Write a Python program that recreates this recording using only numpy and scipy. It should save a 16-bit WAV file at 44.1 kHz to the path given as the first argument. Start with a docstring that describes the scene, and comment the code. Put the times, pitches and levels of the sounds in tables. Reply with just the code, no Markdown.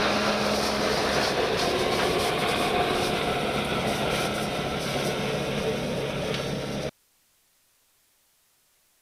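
"""Open country, on fresh asphalt: a tandem road roller backs past at arm's length and rolls slowly away.
Its four-cylinder diesel holds one speed; periodic firing makes the exhaust hum, the block knock and
the steel panels resonate, while the fan drones and the hydraulic drive whines. The wet drums hiss in
surges on hot tar, stones crack, and a scraper squeaks and rings. The sound stops dead, leaving only
a faint electronic hiss."""
import sys
import numpy as np
from scipy import signal
from scipy.fft import rfft, irfft, next_fast_len
from scipy.io import wavfile
from scipy.ndimage import uniform_filter1d

SR = 44100
rng = np.random.default_rng(int(sys.argv[2]) if len(sys.argv) > 2 else 0)


def to_wav(sig):
    """Store sig (one row per channel, or 1-D mono) as 16-bit WAV at the path in sys.argv[1].

    Samples outside -1..1 are clipped; the rate is SR.
    """
    pcm = np.clip(np.atleast_2d(sig), -1, 1) * 32767
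    pcm = np.round(pcm).astype(np.int16)
    wavfile.write(sys.argv[1], SR, pcm.T)  # frames by channels


N = 397341
T = np.arange(N) / SR


def undb(db):
    """Amplitude ratio of a level in decibels."""
    return 10 ** (np.asarray(db) / 20)


def unit(x):
    """Normalisation to rms 1."""
    return x / np.sqrt(np.mean(x ** 2))


def curves(rows):
    """Linear interpolation of each column over time."""
    times, *columns = np.transpose(rows)
    return [np.interp(T, times, column) for column in columns]


def swell(time, half_length):
    """Gaussian envelope with peak 1."""
    return np.exp(-((T - time) / half_length) ** 2)


def noise():
    """Gaussian white noise."""
    return rng.standard_normal(N)


def wander(rate):
    """Smooth random modulation of rms 1, changing about rate times a second."""
    step = int(SR / rate)
    held = np.repeat(rng.standard_normal(N // step + 1), step)
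    return unit(uniform_filter1d(held, step)[:N])


def grains(rate, spread_db):
    """Shot noise: about rate clicks a second, of random size."""
    size = undb(spread_db * np.minimum(rng.exponential(size=N), 6))
    return unit((rng.random(N) < rate / SR) * size * noise())


def filtered(x, response):
    """Linear filtering by a frequency response; rms 1."""
    size = next_fast_len(N + SR // 2)
    f = np.maximum(np.arange(size // 2 + 1) * SR / size, 1)
    return unit(irfft(rfft(x, size) * response(f), size)[:N])


def colour(x, spectrum):
    """Spectral shaping through points (frequency [Hz], relative level [dB])."""
    hz, db = np.transpose(spectrum)
    return filtered(x, lambda f: undb(np.interp(np.log(f), np.log(hz), db)))


def resonance(f, hz, width):
    """Frequency response of a damped oscillator tuned to hz."""
    return 1 / (1 + 1j * (f / hz - hz / f) * hz / width)


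def ring(x, modes):
    """Forced vibration of steep-skirted modes (frequency [Hz], nominal width [Hz], gain [dB])."""
    return filtered(x, lambda f: sum(undb(db) * resonance(f, hz, 2 * width) ** 2
                                     for hz, width, db in modes))


def harmonics(cycles, partials, waver_db):
    """Harmonic series on a phase in cycles; each partial wavers in level."""
    return sum(np.sqrt(2) * undb(db + waver_db * wander(6))
               * np.sin(2 * np.pi * (order * cycles + rng.random())) for order, db in partials)


def directivity(x, spectra, times):
    """Directional radiation: one spectrum fades into the next as the listening angle changes."""
    place = np.interp(T, times, np.arange(len(spectra)))
    return sum(np.maximum(1 - abs(place - k), 0) * colour(x, view) for k, view in enumerate(spectra))


def knocks(firings, decay, depth, scatter_db, repeat):
    """Noise modulated by impacts (decay in firing periods); the share repeat recurs every four firings."""
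    loose = np.maximum(firings + .2 * wander(45), 0)
    strengths = undb(scatter_db * np.clip(rng.standard_normal(1000), -1.5, 1.5))
    blows = strengths[loose.astype(int)] * np.exp(-(loose % 1) / decay)
    cycle_samples = int(4 * N / firings[-1])
    pattern = noise()[(firings / 4 % 1 * cycle_samples).astype(int)]
    return (np.sqrt(repeat) * pattern + np.sqrt(1 - repeat) * noise()) * (1 + depth * blows)


def reflections(x, echo_db, longest_s, drift_s, count=4):
    """Comb filtering: echoes off frame, drums and road shimmer as their paths shift."""
    lags = [longest_s * (k + rng.random()) / count + drift_s * wander(1.2) for k in range(count)]
    fine = signal.resample_poly(x, 4, 1)
    fine_s = np.arange(len(fine)) / (4 * SR)
    echoes = sum(rng.choice([-1, 1]) * np.interp(T - lag, fine_s, fine) for lag in lags)
    return unit(x + undb(echo_db) * unit(echoes))


# Relative levels as tonal sources pass in and out of view
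# (time [s], fan [dB], exhaust pipe [dB], drum shell [dB], hood [dB])
TONE_LEVELS = [(0, -33.5, -58, -47, -43), (.95, -36.5, -41.5, -34.5, -43), (1.2, -41.5, -48, -35.5, -51.5),
               (1.42, -44.5, -50.5, -29.5, -46), (1.9, -41.5, -54, -36.5, -42),
               (2.35, -40.5, -45, -33.5, -42), (2.8, -43.5, -42, -39.5, -40), (3.6, -39, -36.5, -36, -45),
               (4.6, -41, -38.5, -48, -48), (5.1, -42.5, -35.5, -35, -44), (5.6, -43, -36, -39, -52),
               (6.9, -42.5, -35, -42.5, -63)]
# Exhaust partials (order [multiple of crank rate], relative level [dB])
PIPE_PARTIALS = [(4, -1), (5, -10), (6, -6), (7, -11.5)]
# Block partials (order [multiple of crank rate], level [dB])
BLOCK_PARTIALS = [(8, -47.5), (9, -49), (13, -49.5), (16, -51), (18, -47), (22, -50.5), (27, -55),
                  (33, -60.5), (39, -54.5)]

def engine_hum(firings):
    """Periodic excitation: pipe and block radiate harmonics of the crank rate."""
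    _, pipe_db, _, _ = curves(TONE_LEVELS)
    crank = firings / 2  # two firings a turn
    pipe = undb(pipe_db - 2.5) * harmonics(crank, PIPE_PARTIALS, waver_db=.5)
    block = harmonics(crank, BLOCK_PARTIALS, waver_db=1.5)
    bay_gain = undb(6 * swell(.78, .44))  # the open engine bay goes by
    return pipe + block + bay_gain * harmonics(firings, [(1, -50.5)], waver_db=1.5)


# Belt slip (time [s], blade rate / firing rate [ratio])
BLADE_RATIO = [(1.0, 3.045), (2.2, 3.075), (4.0, 3.104), (6.0, 3.08)]
# Fan partials (order [multiple of blade rate], relative level [dB])
FAN_PARTIALS = [(1, -0.94), (2, -6), (3, -3)]
# Beaming through the side grille as it turns away (time [s], overtone gain [dB])
GRILLE_GAIN = [(.2, 1), (.7, 1.5), (1.3, 3), (1.7, -6), (5.0, -15)]

def cooling_fan(firing_hz):
    """Blade-passing tone of a belt-driven fan, phase-modulated by gusts through the radiator."""
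    fan_db, *_ = curves(TONE_LEVELS)
    ratio, = curves(BLADE_RATIO)
    grille_db, = curves(GRILLE_GAIN)
    gusts = .035 * (wander(11) + .5 * wander(45))
    blades = np.cumsum(ratio * firing_hz) / SR + gusts
    fundamental = harmonics(blades, FAN_PARTIALS[:1], waver_db=1.7)
    overtones = harmonics(blades, FAN_PARTIALS[1:], waver_db=-.5)
    return undb(fan_db) * (fundamental + undb(grille_db) * overtones)


# Relative levels of the engine noise (time [s], roar [dB], clatter [dB])
ENGINE_LEVELS = [(0, -26.5, -28.5), (.6, -28.5, -31), (1.1, -26.5, -28.5), (1.45, -28.5, -31),
                 (1.6, -27.5, -32), (2.4, -26.5, -30.5), (3.2, -27.5, -32), (4.0, -27, -32),
                 (4.7, -29, -35.5), (5.1, -29, -34), (5.8, -30, -37.5), (6.3, -30, -38), (6.6, -31, -41),
                 (6.9, -31.5, -40)]
# Roar from the side, the front corner and far ahead (frequency [Hz], relative level [dB])
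ROAR_SIDE_SPECTRUM = [(15, -47), (25, -22), (59, -13), (162, -7), (204, -7.5), (238, -7.5), (428, -6.5),
                      (574, -3), (620, -2), (884, -12), (1000, -15), (1300, -35), (2200, -120)]
ROAR_CORNER_SPECTRUM = [(15, -49), (25, -14), (97, -9.5), (185, -2.5), (223, -11.5), (242, -3.5),
                        (292, -10), (324, -4.5), (356, -4.5), (428, -2), (649, -6), (712, 0.5), (857, -15),
                        (1000, -14.5), (1300, -39), (2200, -120)]
ROAR_FAR_SPECTRUM = [(15, -43), (25, -12), (59, -14), (97, -12.5), (155, -3), (200, -4.5), (222, -12),
                     (238, -3.5), (258, -10), (339, -13.5), (441, -4.5), (500, -5), (620, -3.5),
                     (669, -14.5), (746, -15), (844, -18.5), (1000, -32), (1300, -41), (2200, -120)]

def engine_roar(firings, throb):
    """Combustion noise: each firing stands out slightly from a dense rumble."""
    roar_db, _ = curves(ENGINE_LEVELS)
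    thuds = throb * knocks(firings, decay=.31, depth=.2, scatter_db=7, repeat=.046)
    spectra = [ROAR_SIDE_SPECTRUM, ROAR_CORNER_SPECTRUM, ROAR_CORNER_SPECTRUM, ROAR_FAR_SPECTRUM]
    return undb(roar_db - 2) * directivity(thuds, spectra, times=[.8, 2, 3.9, 5.8])


# Modes of drum shell and hood (frequency [Hz], nominal width [Hz], relative level [dB])
SHELL_MODES = [(390, 11, -4), (439.8, 9, 1.5), (502.3, 11.8, -2)]
HOOD_MODES = [(721.3, 5.5, 8), (771, 8.8, -1.5), (791, 14, -3.5), (695, 9, -3)]
# Jolts of the body (time [s], half length [s], rise [dB])
JOLTS = [(2.052, 0.012, 5), (2.267, .04, 2), (2.438, 0.013, 8), (2.65, .06, 1.5), (2.8, .07, 8.5),
         (3.998, .03, 8), (5.704, 0.085, 5), (5.9, .035, 5), (6.3, .025, 9)]

def steel_panels(firings, throb):
    """Forced resonance: the firings shake shell and hood, which boom harder at each jolt."""
    _, _, shell_db, hood_db = curves(TONE_LEVELS)
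    shake = throb * knocks(firings, decay=.48, depth=.2, scatter_db=-3.5, repeat=.02)
    shell = undb(shell_db + 1) * ring(shake, SHELL_MODES)
    hood = undb(hood_db + 1.5) * ring(shake, HOOD_MODES)
    jolt_db = sum(db * swell(time, half_length) for time, half_length, db in JOLTS)
    return (shell + hood) * undb(jolt_db)


# Modes of the thin steel covers (frequency [Hz], bandwidth [Hz], relative level [dB])
COVER_MODES = [(1122, 41, -2.5), (2040, 71, -7.5), (2504, 60, 4), (2780, 51, -1), (3090, 41, -2.5),
               (3300, 56, -6.5), (3620, 35.7, -4.5), (3680, 50, -12), (4410, 73, -5), (5000, 99, -1.5),
               (5640, 60, -8), (6080, 60, -4.5)]

def covers(x):
    """Superposition: the covers add their short rings to the direct sound."""
    return filtered(x, lambda f: 1 + sum(undb(db - 12) * resonance(f, hz, width)
                                         for hz, width, db in COVER_MODES))


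# Clatter from the side, past the near drum, from the front corner and from far ahead
# (frequency [Hz], relative level [dB])
CLATTER_SIDE_SPECTRUM = [(500, -23), (850, -6), (886, -3), (1100, 1.5), (1250, 1.5), (1670, 0.5),
                         (1940, -3.5), (2470, -3), (2740, -6.5), (3700, -5.5), (4500, -9), (5850, -32),
                         (9900, -120)]
CLATTER_DRUM_SPECTRUM = [(500, -26), (850, -10), (1080, 3.5), (1280, -3), (1620, 0), (1880, -6.5),
                         (2250, -0.5), (2750, -5), (3700, -2.5), (4500, -14), (5850, -30), (9900, -120)]
CLATTER_CORNER_SPECTRUM = [(500, -25), (850, -8), (1060, -6), (1200, -10.5), (1330, 2.5), (1430, .5),
                           (1570, -6), (1770, -12.5), (1990, -5.5), (2190, -3.5), (2650, -7), (3700, -6.5),
                           (4230, -15.5), (4500, -17.5), (5850, -42), (9900, -120)]
CLATTER_FAR_SPECTRUM = [(500, -32), (850, -3), (924, 1), (1180, -2.5), (1300, 3), (1950, -3), (2180, 2),
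                        (2900, -1), (3680, -0.5), (4230, -12.5), (4500, -31), (5850, -41), (9900, -120)]
# Loose metalwork rattling harder (time [s], half length [s], rise [dB])
RATTLE_SWELLS = [(1.182, 0.01, 2.5), (1.608, 0.024, 2.5), (2.008, .03, 0.5), (3.58, .015, 1),
                 (3.994, .015, 0.5), (4.16, 0.043, 3), (4.39, 0.011, 2.5), (4.555, 0.026, 2.5),
                 (6.347, 0.084, 3.5)]

def engine_clatter(firings):
    """Impact noise: sharp knocks at the firing rate and stray clicks excite the metalwork."""
    _, clatter_db = curves(ENGINE_LEVELS)
    rattle_db = sum(db * swell(time, half_length) for time, half_length, db in RATTLE_SWELLS)
    gain = undb(clatter_db + rattle_db + .5 * wander(10))
    ticks = unit(knocks(firings, decay=.22, depth=.35, scatter_db=7, repeat=.092))
    ticks += undb(-11) * grains(rate=900, spread_db=1.5)
    ticks *= undb(.68 * wander(30))
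    ticks = covers(reflections(ticks, echo_db=-8.5, longest_s=.012, drift_s=.000398))
    spectra = [CLATTER_SIDE_SPECTRUM, CLATTER_DRUM_SPECTRUM, CLATTER_DRUM_SPECTRUM,
               CLATTER_CORNER_SPECTRUM, CLATTER_CORNER_SPECTRUM, CLATTER_FAR_SPECTRUM]
    return gain * directivity(ticks, spectra, times=[1.2, 1.7, 2.9, 3.4, 4.9, 5.55])


# Engine speed (time [s], firing rate [Hz])
FIRING_RATE = [(0, 68.91), (1.5, 68.64), (3.2, 68.72), (4.6, 68.46), (5.6, 68.63), (6.9, 69.16)]

def diesel():
    """Four-stroke cycle: one nearly steady firing rate times all the engine's parts."""
    firing_hz, = curves(FIRING_RATE)
    firings = np.cumsum(firing_hz * (1 + .002 * wander(7))) / SR
    chug_db = 1.05 * np.cos(np.pi * firings / 2)  # one cylinder of the four hits harder
    uneven_db = 1.4 * np.tanh(wander(26))  # no two cycles are equally strong
    throb = undb(chug_db + uneven_db)
    return (engine_hum(firings) + cooling_fan(firing_hz) + engine_roar(firings, throb)
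            + steel_panels(firings, throb) + engine_clatter(firings))


# Relative levels between surges, fading with distance (time [s], hiss [dB], sizzle [dB])
DRUM_LEVELS = [(0, -36.5, -50.5), (1.15, -37.5, -48.5), (1.5, -40.5, -52), (2.4, -47.5, -50),
               (3.4, -48, -50.5), (4.7, -46, -53), (5.5, -45, -52.5), (6.2, -48, -55), (6.9, -48, -58.5)]
# Stickier patches of tar (start [s], length [s], hiss rise [dB], sizzle rise [dB])
STICKY_PATCHES = [(0.45, 0.027, 1, 3.5), (0.545, 0.14, 3, 5.5), (0.963, 0.12, 1.5, 1.5),
                  (1.23, 0.056, 7, 4.5), (1.574, 0.15, 6, 5), (1.785, 0.051, 6, 6.5), (1.91, 0.25, 6, 5.5),
                  (2.188, 0.11, 8, 7), (2.22, .045, 1, 2.5), (2.386, 0.042, 6, 6), (2.48, .05, 9, 8),
                  (2.556, 0.15, 6.5, 5.5), (2.947, 0.16, 7, 4.5), (3.028, 0.046, 5, 2), (3.13, .05, 4.5, 2),
                  (3.542, 0.055, 4, 3.5), (3.87, 0.14, 6.5, 7.5), (4.104, 0.17, 6.5, 8),
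                  (4.34, 0.12, 2.5, 6), (4.51, 0.081, 1, 3), (4.8, 0.29, 4.5, 5), (5.041, 0.1, 2, 4),
                  (6.317, 0.19, 3.5, 3.5), (6.655, 0.095, 4, 4.5), (6.803, 0.045, 4, 4.5)]
# Near hiss, far hiss and fine sizzle (frequency [Hz], relative level [dB])
HISS_NEAR_SPECTRUM = [(2350, -30.5), (4000, 3), (5090, 4), (5780, 1), (6900, -13.5), (7600, -35.5),
                      (9880, -45.5), (16700, -120)]
HISS_FAR_SPECTRUM = [(2350, -26.5), (4000, 6), (4250, -6.5), (4390, 1), (5800, 3.5), (6350, -3.5),
                     (6890, -21), (7200, -42), (9360, -49), (15800, -120)]
SIZZLE_SPECTRUM = [(4120, -33), (7000, -11.5), (7290, -6.5), (9120, 1.5), (9810, 1.5), (10300, -0.5),
                   (11100, -10), (12100, -2.5), (12700, -5.5), (14700, -28.5), (15600, -34.5)]

def drums(attack_s=.015, release_s=.03):
    """Adhesion noise: wet steel peels off hot tar with a gritty hiss that surges where it sticks."""
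    hiss_db, sizzle_db = curves(DRUM_LEVELS) + .68 * wander(25)  # stickiness also varies at random
    for start, length, hiss_rise_db, sizzle_rise_db in STICKY_PATCHES:
        ramps = np.minimum((T - start) / attack_s, (start + length - T) / release_s)
        patch = np.clip(ramps + .5, 0, 1)
        hiss_db += hiss_rise_db * patch
        sizzle_db += sizzle_rise_db * patch
    grit = noise() + undb(-8) * grains(rate=1600, spread_db=.5)
    grit *= undb(wander(40))
    grit = covers(reflections(grit, echo_db=-7.5, longest_s=.008, drift_s=.000289))
    far = np.interp(T, [2.4, 4.2], [0, 1])
    hiss = (1 - far) * colour(grit, HISS_NEAR_SPECTRUM) + far * colour(grit, HISS_FAR_SPECTRUM)
    sizzle = colour(grit, SIZZLE_SPECTRUM)
    spray_db = -53 + 2 * (sizzle_db + 39.5)  # the finest spray swells faster, brightening the surges
    spray = ring(grains(rate=6100, spread_db=1), [(13400, 1600, 0)])
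    return undb(hiss_db) * hiss + undb(sizzle_db + .43) * sizzle + undb(spray_db) * spray


# Swells of the whine (time [s], half length [s], relative level [dB])
WHINE_SWELLS = [(1.43, 0.061, -34.5), (1.805, 0.17, -30.5), (2.138, 0.1, -32), (2.98, 0.2, -33.5),
                (5.1, .1, -40)]

def hydraulic_drive(pitch_hz=365):
    """Frequency and amplitude modulation: the drive's one unsteady note swells now and then."""
    swells = sum(undb(db) * swell(time, half_length) for time, half_length, db in WHINE_SWELLS)
    cycles = np.cumsum(pitch_hz * (1 + .005 * wander(22))) / SR
    return (undb(-55) + swells) * harmonics(cycles, [(1, -1.8)], waver_db=-1)


# Stones crushed under a drum (time [s], relative level [dB], decay [s], centre frequency [Hz])
STONE_BURSTS = [(1.592, -31, 0.025, 4400), (1.991, -26, 0.037, 1240), (2.285, -33, .015, 1000),
                (2.43, -32, .018, 1100), (3.648, -39, 0.011, 10100), (4.145, -34.5, .018, 2400),
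                (6.221, -33, 0.0039, 2593), (6.341, -27.5, 0.013, 3200)]

def stones():
    """Brittle fracture: a chipping bursts in a spray of cracks, the smaller the brighter."""
    tar_muffling = [(6000, -5), (7200, -11), (11000, -8), (15000, -24.5)]
    cracks = colour(grains(rate=10100, spread_db=2), tar_muffling)
    out = np.zeros(N)
    for time, db, decay, hz in STONE_BURSTS:
        burst = (T >= time) * np.exp(-np.abs(T - time) / decay)
        out += undb(db) * np.std(burst) * ring(cracks * burst, [(hz, 600 + .192 * hz, 0)])
    return out


# Metal squeaks (time [s], half length [s], frequency [Hz], level [dB])
SCRAPER_SQUEAKS = [(1.945, 0.039, 4380, -41), (1.951, 0.047, 2275, -42)]

def scraper_squeaks():
    """Stick-slip friction: a scraper blade catches on the drum and sounds briefly."""
    out = np.zeros(N)
    for time, half_length, hz, db in SCRAPER_SQUEAKS:
        cycles = np.cumsum(hz * (1 + .0052 * wander(150))) / SR
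        out += undb(db) * swell(time, half_length) * harmonics(cycles, [(1, 0)], waver_db=2.5)
    return out


# Moments when the hood faces the listener (time [s], half length [s], level [dB])
HOOD_SWELLS = [(2.29, .1, -40.5), (2.8, .15, -37.5), (3.35, .14, -38.5), (4.1, .5, -48)]

def hood_tone(pitch_hz=714):
    """Directional radiation: the hood's main resonance sings out while it faces the listener."""
    tone = harmonics(pitch_hz * T + .09 * wander(18), [(1, 0)], waver_db=.5)
    return tone * sum(undb(db) * swell(time, half_length) for time, half_length, db in HOOD_SWELLS)


# Modes of the steel scraper (frequency [Hz], level [dB], time to fall 60 dB [s])
SCRAPER_MODES = [(2229, -47, .5), (2751, -43, .3), (3052, -43, .2), (3720, -43, .7), (4492, -43, 1.1),
                 (5615, -48, .7)]

def scraper_clink(strike_s=6.343):
    """Free vibration: flicked by a stone, the scraper rings in exponentially decaying modes."""
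    since = np.maximum(T - strike_s, 0)
    return sum(undb(db - 60 * since / t60) * np.sin(2 * np.pi * hz * since)
               for hz, db, t60 in SCRAPER_MODES)


# Electronic hiss (frequency [Hz], relative level [dB])
FLOOR_SPECTRUM = [(12, -0.5), (20, -5), (32, -10.5), (259, -14), (632, -13), (687, -14), (10200, -13.5),
                  (15600, -15.5)]

def electronic_hiss():
    """Noise floor: steady broadband hiss over a faint rumble."""
    hiss = undb(-64.5) * colour(noise(), FLOOR_SPECTRUM)
    rumble = undb(-88 + 1.5 * wander(8)) * ring(noise(), [(60, 91, 0)])
    return hiss + rumble


def scene():
    """Superposition: the roller's sources add and are cut off together; the electronic hiss stays."""
    stop_s, fade_s = 6.893, .002
    gate = np.clip((stop_s - T) / fade_s + .5, 0, 1)
    roller = (diesel() + drums() + hydraulic_drive() + stones()
              + scraper_squeaks() + hood_tone() + scraper_clink())
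    return (gate * roller + electronic_hiss())[None]


def record(dry):
    """Band limiting: a steep low-pass filter removes the highest treble."""
    cutoff_hz = 15500
    return signal.sosfilt(signal.ellip(10, .1, 80, cutoff_hz, fs=SR, output="sos"), dry)


dry = scene()
out = record(dry)
to_wav(out)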